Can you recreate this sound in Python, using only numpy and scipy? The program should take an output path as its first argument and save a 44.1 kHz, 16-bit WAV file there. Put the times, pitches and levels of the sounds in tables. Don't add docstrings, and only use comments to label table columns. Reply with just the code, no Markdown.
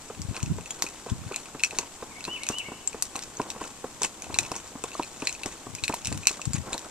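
import sys
import numpy as np
from scipy import signal
from scipy.fft import rfft, irfft
from scipy.io import wavfile
from scipy.ndimage import uniform_filter1d

SR = 44100
rng = np.random.default_rng(int(sys.argv[2]) if len(sys.argv) > 2 else 0)


def dump_mix(stems):
    frames = np.atleast_2d(stems).T
    limited = np.clip(frames, -1, 1)
    pcm = np.round(limited * 32767).astype(np.int16)
    wavfile.write(sys.argv[1], SR, pcm)


N = 304290

# f/Hz, level/dB
PORT_TILT = [(250, 0.5), (700, -1.5), (2500, 1.5), (6000, -0.5), (8000, 7), (11500, 10), (13700, 8.5)]
# f/Hz, level/dB
AIR_EQ = [(59, -4.5), (100, -7), (259, -1.5), (590, -7), (949, -5.5), (1730, -13.5), (2560, -13),
          (4850, -14.5), (7800, -7), (9990, -23), (14000, -26), (14400, -75)]
# f/Hz, correlation
AIR_LIKENESS = [(60, 0.95), (240, 0.97), (950, 0.94), (3760, 0.018), (15000, 0.043)]
# middle t/s, length/s, left level/dB, right level/dB
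GUSTS = [(0.256, 0.13, -27.5, -41), (0.436, 0.028, -27, -32), (0.515, 0.026, -22.5, -27),
         (0.554, 0.019, -20.5, -37), (0.527, 0.19, -36, -36.5), (1.127, 0.024, -22.5, -24.5),
         (1.2, 0.2, -41, -42.5), (1.275, 0.034, -34, -51), (4.374, 0.26, -47, -50),
         (5.719, 0.084, -37.5, -64), (5.839, 0.04, -37.5, -38), (6.137, 0.17, -33, -37),
         (6.488, 0.058, -27, -49), (6.55, 0.02, -19.5, -36), (6.595, 0.074, -35.5, -43)]
# f/Hz, level/dB
BUFFET_EQ = [(30, -32), (70, -4), (130, -3), (190, -9.5), (280, -14.5), (900, -67)]

# t/s, level/dB
ARCH_CUES = [(2.26, -38.5), (2.501, -39)]
PIP_CUES = [(2.15, -49), (2.4, -48), (2.64, -45.5)]
# t/s into the note, f/Hz, level/dB
ARCH_SHAPE = [(0, 2565, -44), (0.027, 2773, 3.5), (0.058, 2980, 6), (.092, 2958, 7), (.122, 2104, -2)]
PIP_SHAPE = [(0, 2070, -2), (.025, 2250, 5), (.06, 2300, -13)]
LEAD_IN_SHAPE = [(0, 2510, -51), (.03, 2090, -49)]

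# peak t/s, length/s, crunch level/dB, rattle level/dB
SCUFFS = [(0.368, 0.12, -42, -42.5), (0.836, 0.67, -53.5, -53), (1.095, 0.043, -39, -37.5),
          (1.36, 0.29, -49.5, -51), (1.793, 0.2, -48, -46), (2.29, 1, -54, -60.5),
          (2.511, 0.077, -65, -41.5), (3.187, 0.12, -49, -50), (3.46, 0.35, -44.5, -67),
          (3.648, 0.16, -48, -39), (4.05, 0.043, -38, -27.5), (4.413, 0.57, -44, -49),
          (4.565, 0.13, -54, -48), (4.994, 0.51, -60, -48), (5.244, 0.14, -56, -42),
          (5.473, 0.3, -52.5, -44.5), (5.946, 0.14, -56, -46), (6.132, 0.22, -66, -45),
          (6.342, 0.24, -54, -48), (6.568, 0.086, -67, -41.5), (6.677, 0.076, -36, -55),
          (6.734, 0.078, -37, -43), (6.853, 0.19, -46.5, -58)]
# f/Hz, level/dB
CRUNCH_EQ = [(150, -10), (300, -1.5), (700, -7.5), (1000, -4), (1700, -16.5), (7000, -40)]
RATTLE_EQ = [(1500, -0.5), (2550, -1.5), (3300, -0.5), (5000, -2.5), (7300, 3.5), (10000, -9), (14000, -51)]
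STONES_HZ = (702, 940, 1320)

# t/s, level/dB, f/Hz
CLINKS = [(0.708, -36, 3280), (0.708, -28, 7030), (1.6462, -25, 5730), (1.787, -24, 6720),
          (2.875, -17.5, 7480), (2.893, -43, 7600), (3.37, -33, 6450), (6.0474, -31, 5450),
          (6.454, -26.5, 7420), (6.534, -34, 7850), (6.542, -27, 6840)]
# level/dB, t60/s
CLINK_DECAYS = [(8, 0.017), (-24, 0.029)]
# t/s, level/dB
JINGLES = [(0.346, -34), (0.3654, -25), (0.403, -31.5), (0.4607, -35.5), (0.61, -37.5), (0.659, -34),
           (0.8653, -29.5), (1.3221, -30), (1.3434, -27), (1.4575, -31.5), (1.596, -29.5), (1.6038, -35),
           (1.709, -27.5), (2.2072, -35.5), (2.9301, -32.5), (3.4163, -28), (3.64, -33), (4.243, -37),
           (4.3505, -30), (4.3582, -39), (4.436, -33), (4.4505, -30), (4.9172, -33.5), (4.9325, -35),
           (5.0259, -29.5), (5.0327, -25.5), (5.221, -29), (5.294, -23.5), (5.3503, -34.5), (5.762, -42),
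           (5.7847, -36), (5.796, -41), (5.9255, -27), (6.083, -33.5), (6.233, -33), (6.2552, -30),
           (6.283, -20), (6.4487, -41)]
# t/s, level/dB, low ring offset/dB, middle ring offset/dB
CLICKS = [(0.2181, -36, -40, -26), (0.4296, -33, -20, -10), (0.7068, -29, -42, -19),
          (0.8228, -17.5, -17, -22), (1.361, -28, -3, 2), (1.6361, -20, 0, -0.5), (1.647, -24, -11, -33),
          (1.7869, -20, -11, -7), (2.2413, -37.5, -16, 2), (2.2514, -31, -9, 1), (2.4344, -31, -7.5, 1),
          (2.4673, -33, -7, -4), (2.4886, -22.5, -15, -31), (2.585, -30.5, -29, -10),
          (2.8752, -34, -54, -40), (3.024, -19, -23, -22), (3.1566, -35, -7, 3), (3.163, -31.5, -13, -2),
          (3.192, -33.5, -15, -2), (3.2263, -35.5, -17, -3), (3.2365, -35.5, -18, -10),
          (3.5029, -29.5, -14, -9), (4.0196, -25, -18, -27), (4.0327, -21.5, -16, -16),
          (4.0488, -35, -1.5, -30), (4.2216, -34.5, -14.5, -12), (4.343, -28.5, -6, 1),
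          (4.3877, -18, -7, -1), (4.5173, -32.5, -9, -30), (4.5638, -32, -11, -21),
          (4.8394, -28.5, -10, -19), (5.272, -21, -3, 1.5), (5.3269, -33, -15, -10),
          (5.4341, -33.5, -0.5, 0.5), (5.4599, -28.5, -33, -24), (5.751, -29.5, -25, -27),
          (5.8378, -28.5, -6, 9), (5.8435, -29.5, -7, -1), (5.88, -26, -0.5, 2.5),
          (5.9418, -26.5, -22, -17), (6.048, -32.5, -30, -20), (6.0566, -28.5, -7, 1),
          (6.072, -27.5, -27, -6), (6.126, -30, -17, -6), (6.176, -29.5, -39, -33),
          (6.271, -10.5, -12, -1.5), (6.294, -32, -25, 3.5), (6.4166, -33.5, -7.5, -1),
          (6.4552, -33, -36, -39), (6.5338, -28, -26, -20), (6.7309, -28, -8.5, -2), (6.742, -34.5, -18, 6),
          (6.7792, -30, -33, -5.5)]
# f/Hz, level/dB, nominal t60/s
CLICK_MODES = [(2560, 14, 0.017), (4074, 8.5, 0.013), (6090, 7, 0.0021)]
# f/Hz, level/dB
SNAP_EQ = [(300, -31), (800, -7.5), (3300, -4.5), (5700, 3), (7600, 7), (10000, -9), (14000, -18.5),
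           (15500, -47)]

# t/s, level/dB, thud f/Hz, knock offset/dB
HOOF_BEATS = [(0.099, -33, 464, -35), (0.583, -34.5, 430, -17), (0.839, -35.5, 330, -26),
              (1.062, -34.5, 453, -22), (1.311, -31.5, 404, -14), (1.547, -32.5, 274, -25),
              (1.727, -37, 400, -9), (1.786, -32.5, 356, -3), (2.023, -31.5, 463, -11.5),
              (2.278, -30.5, 353, -8), (2.498, -27.5, 254, -14.5), (2.683, -34, 382, -25),
              (2.716, -36, 262, -12), (2.944, -34, 454, -15), (3.152, -36, 298, 2), (3.397, -25, 265, -1.5),
              (3.559, -38, 476, -13), (3.611, -31, 417, -2.5), (3.841, -29.5, 468, -19),
              (4.015, -33, 418, 0), (4.298, -36.5, 382, -2.5), (4.514, -30.5, 294, 0.5),
              (4.753, -34.5, 272, -21), (4.838, -31.5, 485, -4.5), (4.948, -49.5, 507, 14.5),
              (4.994, -27, 325, 1.5), (5.222, -29.5, 276, -25), (5.458, -29.5, 234, -13),
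              (5.665, -36, 257, -4), (5.894, -24, 266, -7), (5.935, -44.5, 231, 15.5),
              (6.117, -31, 239, -14), (6.306, -36.5, 420, -3.5), (6.391, -47.5, 400, 7.5),
              (6.743, -35.5, 295, 0)]
# ratio to the thud pitch, level/dB, t60/s, rise/s
THUD_MODES = [(0.992, 7, 0.024, 0.00044), (1.5, -3.5, 0.04, 0.0016), (0.555, -8, 0.062, 0.0027)]
# f/Hz, level/dB, t60/s
KNOCK_MODES = [(753, 8.5, 0.019), (1037, 15, 0.015)]


def gain(db):
    return 10 ** (np.asarray(db) / 20)


def unit_rms(x):
    return x / np.sqrt(np.mean(x ** 2) + 1e-20)


def curve(points):
    hz, value = np.transpose(points)
    return np.interp(np.log(np.fft.rfftfreq(N, 1 / SR) + 1), np.log(hz + 1), value)


def eq(x, points):
    return irfft(rfft(x) * gain(curve(points)), N)


def coloured(x, points):
    return unit_rms(eq(x, points))


def add(mix, s, sound):
    part = mix[round(s * SR):][:len(sound)]
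    part += sound[:len(part)]


def ring(hz, db, t60, rise_s):
    t = np.arange(3000) / SR
    return gain(db - 60 * t / t60) * (1 - np.exp(-t / rise_s)) * np.sin(2 * np.pi * hz * t)


def envelope(cues, rise_s, t60):
    level, t = np.zeros(N), np.arange(round(t60 * SR)) / SR
    for s, db, *_ in cues:
        add(level, s, gain(db - 60 * t / t60) * (1 - np.exp(-t / rise_s)))
    return level


def grains(per_s, spread_db):
    size = gain(spread_db * np.minimum(rng.exponential(1, N), 4)) * rng.choice([-1., 1.], N)
    return size * (rng.random(N) < per_s / SR)


def excite(x, response):
    return signal.oaconvolve(x, response)[:N]


def flutter(x, swing_db):
    wander = unit_rms(uniform_filter1d(rng.standard_normal(N), size=200))
    return x * gain(swing_db * np.tanh(wander))


def mottled_noise(swing_db):
    spectra = signal.stft(rng.standard_normal(N), nperseg=256)[2]
    blotches = uniform_filter1d(rng.standard_normal(spectra.shape), size=4, axis=0)
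    blotches = unit_rms(uniform_filter1d(blotches, size=3, axis=1))
    return unit_rms(signal.istft(spectra * gain(swing_db * blotches), nperseg=256)[1][:N])


def echoes(x, t60, gap_samples):
    at = np.arange(60, round(t60 * SR), gap_samples)
    taps = np.zeros(round(t60 * SR) + gap_samples)
    reflections = rng.choice([-1., 1.], len(at)) * gain(-60 * at / SR / t60)
    taps[at + rng.integers(0, gap_samples, len(at))] = reflections
    return excite(x, taps / np.linalg.norm(taps))


def ports(left, right, lag_s=4.3e-5):
    hz = np.fft.rfftfreq(N, 1 / SR)
    half = gain(curve(PORT_TILT) / 2) * np.exp(-1j * np.pi * hz * lag_s)
    return irfft([rfft(left) * half, rfft(right) / half], N)


def air(level_db=-47):
    left, apart = (rfft(coloured(rng.standard_normal(N), AIR_EQ)) for _ in "lr")
    likeness = np.clip(curve(AIR_LIKENESS), 0, 1)
    right = likeness * left + np.sqrt(1 - likeness ** 2) * apart
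    return gain(level_db) * ports(irfft(left, N), irfft(right, N))


def wind(rumble_db=-60.5):
    t, level = np.arange(N) / SR, np.full((2, N), gain(rumble_db))
    for s, length, *port_db in GUSTS:
        level += gain(port_db)[:, None] * np.exp(-(2 * (t - s) / length) ** 4)
    return level * [coloured(grains(per_s=170, spread_db=3), BUFFET_EQ) for _ in "lr"]


def bird(lead_in_s=2.1):
    song = np.zeros(N)
    for cues, shape in (ARCH_CUES, ARCH_SHAPE), (PIP_CUES, PIP_SHAPE), ([(lead_in_s, 0)], LEAD_IN_SHAPE):
        s, hz, db = np.transpose(shape)
        t = np.arange(0, s[-1], 1 / SR)
        tone = np.sin(2 * np.pi * np.cumsum(np.interp(t, s, hz)) / SR)
        note = tone * gain(np.interp(t, s, db)) * signal.windows.tukey(len(t), 0.12)
        for start, note_db in cues:
            add(song, start, gain(note_db) * note)
    song = flutter(song, swing_db=3.5)
    return song + gain(-5.5) * flutter(echoes(song, t60=0.86, gap_samples=30), swing_db=2)


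def gravel(rise_share=0.51, edge_db=-20):
    t = np.arange(N) / SR
    level = gain([[-62], [-53.5]]) * np.ones(N)
    for s, length, *peak_db in SCUFFS:
        from_peak = np.maximum((s - t) / rise_share, (t - s) / (1 - rise_share)) / length
        level += gain(peak_db)[:, None] * gain(edge_db * from_peak)
    knocks = sum(excite(grains(per_s=49, spread_db=6), ring(hz, 0, 0.017, 0.00068)) for hz in STONES_HZ)
    crunch = flutter(coloured(rng.standard_normal(N), CRUNCH_EQ), swing_db=7)
    hiss = mottled_noise(swing_db=4) + 0.52 * unit_rms(grains(per_s=500, spread_db=2))
    rattle = flutter(coloured(hiss, RATTLE_EQ), swing_db=9)
    ticks = flutter(excite(grains(per_s=320, spread_db=4), ring(*CLICK_MODES[0], 0.00054)), swing_db=7)
    low = unit_rms(crunch) + 0.55 * unit_rms(knocks)
    high = unit_rms(rattle) + 0.18 * unit_rms(ticks)
    return level[0] * low + level[1] * high


def clinks():
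    out = np.zeros(N)
    for s, db, hz in CLINKS:
        add(out, s, sum(ring(hz, db + part_db, t60, 0.00034) for part_db, t60 in CLINK_DECAYS))
    return out


def bridle_cues(trim_db=-11.5, low_db=1.2, mid_db=-0.44):
    return [(s, db + trim_db, low_db, mid_db) for s, db in JINGLES]


def clicks(cues):
    rings, chance = np.zeros(N), rng.standard_normal((len(cues), len(CLICK_MODES), 3))
    for (s, db, low_db, mid_db), stray in zip(cues, chance):
        mix_db = db + np.r_[low_db, mid_db, 6 * stray[2:, 0]]
        for (hz, mode_db, t60), hit_db, (_, detune, hold) in zip(CLICK_MODES, mix_db, stray):
            decay_s = 0.81 * t60 * np.exp(0.41 * hold)
            add(rings, s, ring(hz * (1 + 0.02 * detune), mode_db + hit_db, decay_s, 0.00028))
    snap = envelope(cues, rise_s=0.00044, t60=0.0068) + 1.53 * envelope(cues, rise_s=0.00005, t60=0.0019)
    snap *= mottled_noise(swing_db=3.5)
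    sand = rng.standard_normal(N) + unit_rms(grains(per_s=260, spread_db=5))
    grit = gain(-26) * envelope(cues, rise_s=0.012, t60=0.14) * flutter(sand, swing_db=10)
    shake = envelope([(s, db + low_db) for s, db, low_db, _ in cues], rise_s=0.00099, t60=0.065)
    chatter = excite(shake * grains(per_s=650, spread_db=2.5), ring(*CLICK_MODES[0], 0.00031))
    return rings + gain(-18) * chatter + gain(11.5) * eq(snap + grit, SNAP_EQ)


def hooves(body_delay_s=0.00301):
    body, detunes = np.zeros(N), rng.uniform(0.84, 1.139, (len(HOOF_BEATS), len(KNOCK_MODES)))
    for (s, db, thud_hz, knock_db), detune in zip(HOOF_BEATS, detunes):
        thud = sum(ring(ratio * thud_hz, db + mode_db, t60, rise_s)
                   for ratio, mode_db, t60, rise_s in THUD_MODES)
        knock = sum(ring(hz * ratio, db + knock_db + mode_db, t60, 0.0013)
                    for (hz, mode_db, t60), ratio in zip(KNOCK_MODES, detune))
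        add(body, s + body_delay_s, -thud - knock)
    bite = 2.2 * envelope(HOOF_BEATS, rise_s=0.00093, t60=0.03)
    tail = envelope(HOOF_BEATS, rise_s=0.00022, t60=0.18)
    grind = (bite + tail) * coloured(rng.standard_normal(N), CRUNCH_EQ)
    return eq(body, [(70, -3.5), (200, 2)]) + gain(-10) * grind


def scene():
    steps = hooves()
    bright = clicks(CLICKS + bridle_cues()) + clinks() + gravel()
    song = bird()
    direct = steps + bright + gain(-3) * song
    send = gain(-23.5) * steps + gain(-7) * bright + gain(1) * song
    left, right = (direct + echoes(send, t60=0.057, gap_samples=25) for _ in "lr")
    return ports(left, right) + air() + wind()


def record(dry):
    low_pass = signal.firwin(511, cutoff=15570, window=("kaiser", 9), fs=SR)
    return signal.oaconvolve(np.clip(dry, -1, 1), low_pass[None], "same")


dry = scene()
out = record(dry)
dump_mix(out)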